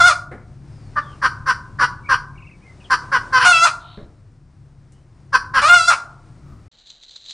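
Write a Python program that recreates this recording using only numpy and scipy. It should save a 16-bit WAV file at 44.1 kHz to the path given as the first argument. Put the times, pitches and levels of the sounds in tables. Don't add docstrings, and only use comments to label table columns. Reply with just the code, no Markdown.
import sys
import numpy as np
from scipy import signal
from scipy.fft import rfft, irfft, next_fast_len
from scipy.io import wavfile
from scipy.ndimage import uniform_filter1d, minimum_filter1d

SR = 44100
rng = np.random.default_rng(int(sys.argv[2]) if len(sys.argv) > 2 else 0)


def to_wav(s):
    ch = np.atleast_2d(s).T
    pcm = np.round(np.clip(ch, -1, 1) * 32767)
    wavfile.write(sys.argv[1], SR, pcm.astype(np.int16))


N = 323253
TIME = np.arange(N) / SR
TOP_HZ = 10300


def amp(db):
    return 10 ** (np.asarray(db) / 20)


def unit(x):
    return x / np.sqrt(np.mean(x ** 2) + 1e-20)


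def read(points, hz):
    f, value = np.transpose(points)
    return np.interp(np.log(hz + 1), np.log(f + 1), value)


def level(rows):
    return amp(np.interp(TIME, *np.transpose(rows)))


def add(mix, s, sound):
    part = mix[max(round(s * SR), 0):][:len(sound)]
    part += sound[:len(part)]


def colour(x, points):
    log_gain = np.log(amp(read(points, abs(np.fft.fftfreq(4096, 1 / SR)))))
    ring = np.fft.ifft(np.exp(np.conj(signal.hilbert(log_gain)))).real
    return signal.fftconvolve(x, ring[:len(ring) // 2])[:len(x)]


def noise(points):
    gain = amp(read(points, np.fft.rfftfreq(N, 1 / SR)))
    return unit(irfft(rfft(rng.standard_normal(N)) * gain, N))


def wander(size, hz):
    span = next_fast_len(size + SR)
    keep = np.exp(-(np.fft.rfftfreq(span, 1 / SR) / hz) ** 2)
    return unit(irfft(rfft(rng.standard_normal(span)) * keep, span))[:size]


def below(x, hz):
    return signal.fftconvolve(x, signal.firwin(201, hz, window=("kaiser", 7), fs=SR), "same")


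def steady(x):
    window = signal.windows.hann(1101)
    return x / np.sqrt(abs(signal.fftconvolve(x ** 2, window / window.sum(), "same")) + 1e-9)


# (frequency [Hz], relative level [dB])
ENGINE_ORDERS = [(34.5, -52), (51.5, -60.5), (69.3, -49.5), (103, -49.5), (139, -46)]
# (frequency [Hz], relative density [dB])
RUMBLE_SPECTRUM = [(15, -20), (32, 0), (60, -11), (105, 3), (160, -3), (220, -12.5), (350, -15),
                   (700, -54.5), (3000, -93.5)]
# (time [s], level [dB])
ENGINE_ENVELOPE = [(0.0, -34), (0.11, -43.5), (2.15, -40.5), (2.56, -47), (3.44, -41.5), (3.53, -48),
                   (5.03, -51.5), (5.61, -40), (6.04, -52.5), (6.52, -43), (6.67, -47.5)]

def engine(waver=.014, throb=.63):
    warped_time = np.cumsum(1 + waver * wander(N, 3.3)) / SR
    hum = np.zeros(N)
    for hz, db in ENGINE_ORDERS:
        gain = amp(db) * (1 + throb * wander(N, 8))
        hum += gain * np.sin(2 * np.pi * (hz * warped_time + rng.random()))
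    return level(ENGINE_ENVELOPE) * (unit(hum) + noise(RUMBLE_SPECTRUM))


# (frequency [Hz], relative density [dB])
AIR_SPECTRUM = [(100, -16), (250, 3.5), (450, -2), (700, -4), (1250, -7.5), (2000, -12), (3200, -20),
                (5300, -17.5), (7000, -22.5), (9500, -23), (11000, -54)]
# (time [s], relative level [dB])
AIR_ENVELOPE = [(0, -63), (1, -50), (2.5, -56.5), (3.2, -44.5), (4.1, -60), (4.5, -62.5), (5.2, -58.5),
                (6.1, -55), (6.68, -55.5)]

def air():
    drift = amp(-1.5 + .8 * wander(N, 8))
    return level(AIR_ENVELOPE) * drift * below(noise(AIR_SPECTRUM), TOP_HZ)


def hen_voice(gesture, throat, jitter, jitter_hz, doubling, rasp, hiss_db,
              effort_db, ring_db, edge_db, attack_s, release_s):
    times, *columns = gesture
    t = np.arange(times[0], times[-1] + .002, 1 / SR)
    hz, effort, rough, ring, edge = (np.interp(t, times, column) for column in columns)
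    rough, size = np.clip(rough, .01, 1), len(t)
    turns = np.cumsum(hz * (1 + (.0025 + jitter * rough) * wander(size, jitter_hz))) / SR
    sway_hz, sway_start = rng.uniform(2, 9, 22), rng.random(22)
    pulses = np.zeros(size)
    for k in range(1, 22):
        sway_db = np.clip(k - 2, 0, 3) * np.sin(2 * np.pi * (sway_hz[k] * t + sway_start[k]))
        pulses += amp(sway_db) * np.cos(2 * np.pi * k * turns)
    pulses = unit(pulses) * (1 + doubling * np.sqrt(rough) * np.cos(np.pi * turns))
    puffs = unit((.45 + np.exp(-(turns % 1) / .9)) * rng.standard_normal(size))
    puffs = puffs - .6 * below(puffs, 850)
    hiss = unit(np.diff(puffs, prepend=0))
    source = (1 - rough) * pulses + rasp * rough * puffs + amp(hiss_db) * np.sqrt(rough) * hiss
    voice = colour(source, throat)
    body, body_and_ring = below(voice, 2250), below(voice, 3200)
    ring_band = amp(ring + ring_db) * steady(body_and_ring - body)
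    edge_band = amp(edge + edge_db) * steady(below(voice, TOP_HZ) - body_and_ring)
    fade = np.clip((t - t[0]) / attack_s, 0, 1) * np.clip((t[-1] - t) / release_s, 0, 1)
    return times[0], amp(effort + effort_db) * (steady(body) + ring_band + edge_band) * fade


def squawk_gesture(curve, usual_hz=690):
    times, *columns = np.transpose(curve)
    t = np.arange(times[0], times[-1], .001)
    hz, effort, rough, ring = (np.interp(t, times, column) for column in columns)
    flare_db = 6 * np.exp(-((times[-1] - .016 - t) / .01) ** 2)
    tension_db = 14 * np.log2(hz / usual_hz)
    edge = -19.5 + .25 * effort + tension_db + flare_db
    pressed_rough = rough + .12 * amp(effort)
    return t, hz, effort, pressed_rough, ring - effort, edge - effort


# (frequency [Hz], gain [dB])
OPEN_THROAT = [(300, -32), (520, -17.5), (700, -17.5), (860, -4), (1080, -5), (1400, 0), (1750, -16),
               (2100, -18), (2400, -9), (2720, -10), (3100, -23.5), (3480, -17), (3800, -21.5),
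               (4250, -19.5), (4550, -22.5), (5000, -22), (6500, -26), (7300, -27.5), (8400, -30),
               (9300, -31.5), (10800, -42.5)]
# (time [s], pitch [Hz], effort [dB], roughness [0-1], ring [dB])
SQUAWK_CURVES = [
    [(0.0, 699, -8, 0.4, -32), (0.02, 688.3, -5, 0, -36.5), (0.04, 701.7, -8, 0.03, -38.5),
     (0.07, 729, -7.5, 0.06, -25.5), (0.082, 704.4, -5.5, 0.08, -29), (0.098, 662, -12, 0, -36.5)],
    [(3.447, 718, -10.5, 0.65, -20), (3.471, 719, -5.5, 0.08, -19.5), (3.507, 719.6, -8, 0.02, -27),
     (3.523, 688, -9, 0.1, -26), (3.533, 668.6, -23, 0, -10), (3.545, 667, -15.5, 0.01, -17),
     (3.573, 661.4, -17, 0.04, -11.5), (3.605, 665.5, -22, 0, -22), (3.639, 681.5, -5, 0, -26),
     (3.658, 712, -11.5, 0.07, -25)],
    [(5.614, 586, -19.5, 0.79, -36.5), (5.642, 589.7, -11, 0.08, -23.5), (5.672, 637, -13.5, 0.05, -27.5),
     (5.688, 694, -14, 0.33, -27), (5.704, 696.4, -4.5, 0, -13), (5.722, 708.8, -3.5, 0.1, -26.5),
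     (5.75, 718, -7, 0, -17), (5.806, 663.7, -18, 0, -31), (5.868, 671, -31.5, 0.1, -33),
     (5.886, 710, -5, 0, -41), (5.906, 660, -10.5, 0.03, -19.5)],
]

def squawks():
    out = np.zeros(N)
    for curve in SQUAWK_CURVES:
        add(out, *hen_voice(squawk_gesture(curve), OPEN_THROAT, jitter=.071, jitter_hz=200,
                            doubling=.3, rasp=.9, hiss_db=2.5, effort_db=-.5, ring_db=-1.5, edge_db=-1,
                            attack_s=.0059, release_s=.01))
    return out


def push_gesture(s, length, first_hz, last_hz, effort_db, roughness, ring_db, edge_db, crest):
    progress = np.linspace(0, 1, 33)
    hz = last_hz + (first_hz - last_hz) * (1 + np.cos(np.pi * progress)) / 2
    effort = effort_db - 27 * (progress - crest) ** 2
    rough = roughness + .33 * (2 * progress - 1) ** 2
    lag_db = 10.5 * np.exp(-length * progress / .0071)
    ring = ring_db + 12.5 * (progress - .5) - lag_db
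    edge = edge_db - .5 * (progress - .5) - lag_db
    return s + length * progress, hz, effort, rough, ring, edge


# (time [s], duration [s], first pitch [Hz], last pitch [Hz], effort [dB],
# roughness [0-1], relative ring [dB], relative edge [dB])
VOICE_CRACKS = [(0.088, .048, 658, 570, -12.5, 0.23, -12.5, -14),
                (3.649, .05, 681.4, 592, -11.5, 0.5, -8.5, -14.5),
                (5.9, 0.054, 656, 559, -11.5, 0.71, -9, -16)]

def cracks():
    out = np.zeros(N)
    for row in VOICE_CRACKS:
        add(out, *hen_voice(push_gesture(*row, crest=.19), OPEN_THROAT, jitter=.07, jitter_hz=205,
                            doubling=.2, rasp=1, hiss_db=-6.5, effort_db=-1.5, ring_db=-2, edge_db=2.5,
                            attack_s=.0051, release_s=.012))
    return out


# (time [s], level [dB], spectral tilt [dB/octave], 60 dB decay time [s])
BLOWS = [(.314, -33.5, 2.5, 0.3), (3.974, -33.5, -2.5, 0.25), (4.02, -37, -5.5, 0.24),
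         (4.921, -52, 24, 0.068)]
# (frequency [Hz], gain [dB])
STRUCK_BODY = [(120, 2), (280, 2), (480, 3), (800, -10.5), (1300, -12.5), (2100, -12.5), (2700, -35),
               (6000, -49)]

def knocks():
    out, t = np.zeros(N), np.arange(SR // 3) / SR
    for s, db, tilt, t60 in BLOWS:
        body = [(hz, gain + tilt * np.log2(hz)) for hz, gain in STRUCK_BODY]
        add(out, s, amp(db - 60 * t / t60) * unit(colour(rng.standard_normal(len(t)), body)))
    return below(out, TOP_HZ)


# (time [s], duration [s], first pitch [Hz], last pitch [Hz], relative level [dB])
WHISTLE_NOTES = [(0.673, 0.28, 5520, 3980, -68), (0.97, 0.22, 3840, 2694, -55),
                 (2.029, 0.096, 2255, 2530, -42.5), (2.609, 0.044, 2213, 2620, -56),
                 (2.629, 0.11, 2125, 2018, -51), (2.796, 0.035, 3030, 2380, -51),
                 (2.838, 0.029, 3870, 2580, -46.5), (4.897, .14, 2800, 3250, -72)]

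def whistles(notes=WHISTLE_NOTES):
    out = np.zeros(N)
    for s, length, first_hz, last_hz, db in notes:
        size = int(length * SR)
        hz = np.linspace(first_hz, last_hz, size) * (1 + .025 * wander(size, 150))
        tone = np.sin(2 * np.pi * np.cumsum(hz) / SR) * signal.windows.tukey(size, .7)
        add(out, s, amp(db) * unit(tone))
    return out


# (frequency [Hz], gain [dB])
SHUT_THROAT = [(250, -16), (500, -23), (740, -21.5), (1020, -3), (1270, -3), (1600, -1.5), (2200, -23),
               (3050, -21.5), (3850, -25), (4550, -15.5), (5950, -20.5), (6500, -41.5), (7300, -33),
               (8100, -45.5), (9400, -31.5), (10600, -50.5)]
# (time [s], duration [s], first pitch [Hz], last pitch [Hz], effort [dB], roughness [0-1],
# relative ring [dB], relative edge [dB], crest position [share of duration])
CLUCK_PUSHES = [(0.956, 0.041, 621, 576, -16.5, 0.31, -28.5, -29.5, 0.68),
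                (1.215, 0.057, 577.8, 489.6, -12.5, 0.52, -22.5, -20, 0.76),
                (1.457, .062, 550.5, 483.4, -13.5, 0.47, -22.5, -18.5, 0.78),
                (1.786, 0.069, 594, 469.6, -12.5, 0.52, -22, -19.5, 0.65),
                (2.086, 0.069, 566, 479, -13, 0.46, -18.5, -20, .56),
                (2.898, 0.053, 545.2, 485, -12.5, 0.47, -21, -16, .62),
                (3.115, 0.065, 558.7, 474.5, -13.5, 0.35, -20, -21, 0.52),
                (3.322, .072, 527, 506.8, -11, 0.2, -19.5, -17.5, 0.65),
                (3.39, .072, 506.6, 514, -14, .52, -10.5, -15, 0.53),
                (5.322, 0.043, 549.5, 509, -8, 0.33, -20.5, -17.5, 0.92),
                (5.535, 0.071, 554, 490, -12.5, 0.43, -17, -18, 0.63)]

def clucks():
    out = np.zeros(N)
    for row in CLUCK_PUSHES:
        add(out, *hen_voice(push_gesture(*row), SHUT_THROAT, jitter=.045, jitter_hz=220,
                            doubling=.46, rasp=1, hiss_db=5.5, effort_db=.5, ring_db=-1, edge_db=1.5,
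                            attack_s=.0093, release_s=.01))
    return out


def trill(start_s=2.352, period_s=.0226, pip_s=.018, fall_hz=420, count=9):
    k = np.arange(count)
    swing = -np.cos(np.pi * k)
    pitches = 2637 + 153.7 * swing
    levels = -46.5 + 2.5 * swing - 3 * np.linspace(-1, 1, count) ** 2
    pips = zip(start_s + period_s * k, pitches, levels)
    return whistles([(s, pip_s, hz, hz - fall_hz, db) for s, hz, db in pips])


# (time [s], relative level [dB])
BUZZ_ENVELOPE = [(3.8, -51), (3.924, -47), (4.06, -65.5)]

def bird_buzz(flutter_hz=70):
    band = noise([(2200, -20), (3300, -9), (3800, -4), (4400, -14), (5200, -53)])
    flutter = 1 + .5 * np.sin(2 * np.pi * flutter_hz * TIME)
    sounding = (TIME > BUZZ_ENVELOPE[0][0]) & (TIME < BUZZ_ENVELOPE[-1][0])
    return level(BUZZ_ENVELOPE) * band * flutter * sounding


# (frequency [Hz], relative density [dB])
SWELL_SPECTRUM = [(30, -3), (90, 7.5), (280, -1), (420, -15), (800, -28), (1250, -4), (2000, -40),
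                  (5000, -45)]

def swell(peak_s=6.5, peak_db=-46, rise_db_per_s=150, fall_db_per_s=77):
    fade_db = np.maximum((peak_s - TIME) * rise_db_per_s, (TIME - peak_s) * fall_db_per_s)
    return amp(peak_db - fade_db) * noise(SWELL_SPECTRUM)


# (time [s], relative peak level [dB])
SNAPS = [(6.788, -41.5), (6.813, -47), (6.871, -37.5), (6.903, -31), (7.035, -35), (7.093, -40),
         (7.11, -34.5), (7.161, -28.5), (7.213, -41.5), (7.261, -32.5), (7.295, -27.5), (7.308, -26)]
# (frequency [Hz], gain [dB])
LEAF_RESPONSE = [(900, -26), (1600, -23), (2800, -17), (3400, -5.5), (4000, 5.5), (4500, -5.5),
                 (5300, -18.5), (6200, -11.5), (6900, -15.5), (7450, -13.5), (8200, -29), (11000, -44)]
# (frequency [Hz], relative density [dB])
LEAF_AIR_SPECTRUM = [(12, -36.5), (20, 10), (345, -10), (477, -9), (672, -7.5), (1260, -15), (1450, -10),
                     (2500, -15), (3250, -2.5), (5500, -120)]

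def leaves(start_s, grains_per_s=2000, growth_db_per_s=12.5, snap_t60=.024):
    sizes = amp(3.6 * np.minimum(rng.exponential(1, N), 4)) * rng.choice([-1, 1], N)
    crackle = unit(colour(sizes * (rng.random(N) < grains_per_s / SR), LEAF_RESPONSE))
    out = amp(-58.5 + growth_db_per_s * (TIME - start_s)) * crackle
    t = np.arange(SR // 20) / SR
    for s, db in SNAPS:
        flurry = np.exp(-np.maximum((s - TIME) / .0075, (TIME - s) / .019))
        out += amp(db - 13) * flurry * crackle
        snap = colour(rng.standard_normal(len(t)) * amp(-60 * t / snap_t60), LEAF_RESPONSE)
        add(out, s, amp(db + 1.5) * snap / abs(snap).max())
    return below(out, TOP_HZ) + amp(-61.5 + 1.1 * wander(N, 24)) * noise(LEAF_AIR_SPECTRUM)


# (delay [s], gain [dB])
EARLY_REFLECTIONS = [(.00395, -23), (.00485, -15), (.00585, -19), (.009, -20.5), (0.0142, -8.5)]
# (frequency [Hz], 60 dB decay time [s])
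REVERB_TIMES = [(200, .6), (700, 0.83), (1300, 0.55), (2500, 0.2), (5000, 0.18), (9000, 0.31)]

def garden(close, distant, near_t60=.26):
    taps = rng.choice([-1., 1.], (2, SR)) * (rng.random((2, SR)) < 3000 / SR)
    age = np.arange(SR) / SR
    near = taps[0] * (age > .005) * amp(-60 * age / near_t60)
    near = near / np.linalg.norm(near)
    near = amp(-13) * near + amp(-11) * (near - below(near, 3900))
    late = taps[1] * (age > .03)
    hz, t, spectrum = signal.stft(late, SR, nperseg=256)
    far = signal.istft(spectrum * amp(-60 * t / read(REVERB_TIMES, hz)[:, None]), SR)[1][:SR]
    far = far / np.linalg.norm(late * amp(-60 * age / read(REVERB_TIMES, 1300)))
    echoes = near + amp(-15.5) * far
    echoes = echoes - .061 * below(echoes, 730)
    for delay, db in EARLY_REFLECTIONS:
        add(echoes, delay, [amp(db)])
    return close + .69 * distant + signal.fftconvolve(close + distant, echoes)[:N]


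def scene(cut_s=6.682, leaves_s=6.714, fade_s=.002):
    sides = np.array([[1], [-1]])
    close = clucks() + squawks() + cracks() + knocks()
    songbirds = amp(-2) * (whistles() + trill() + bird_buzz())
    calls = garden(close, songbirds) * amp(.27 * sides)
    ambience = (engine() + air() + swell()) * amp(1.15 * sides)
    antiphase_rumble = sides * amp(-23) * level(ENGINE_ENVELOPE) * noise(RUMBLE_SPECTRUM)
    garden_on = np.clip((cut_s - TIME) / fade_s, 0, 1)
    leaves_on = np.clip((TIME - leaves_s) / fade_s, 0, 1)
    return (calls + ambience + antiphase_rumble) * garden_on + leaves(leaves_s) * leaves_on


def record(dry, ceiling=1.127, band_limit_hz=15800):
    allowed_gain = np.minimum(ceiling / (abs(dry).max(0) + 1e-9), 1)
    gain = uniform_filter1d(minimum_filter1d(allowed_gain, size=150), size=150)
    return np.array([below(channel, band_limit_hz) for channel in np.clip(dry * gain, -1, 1)])


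dry = scene()
out = record(dry)
to_wav(out)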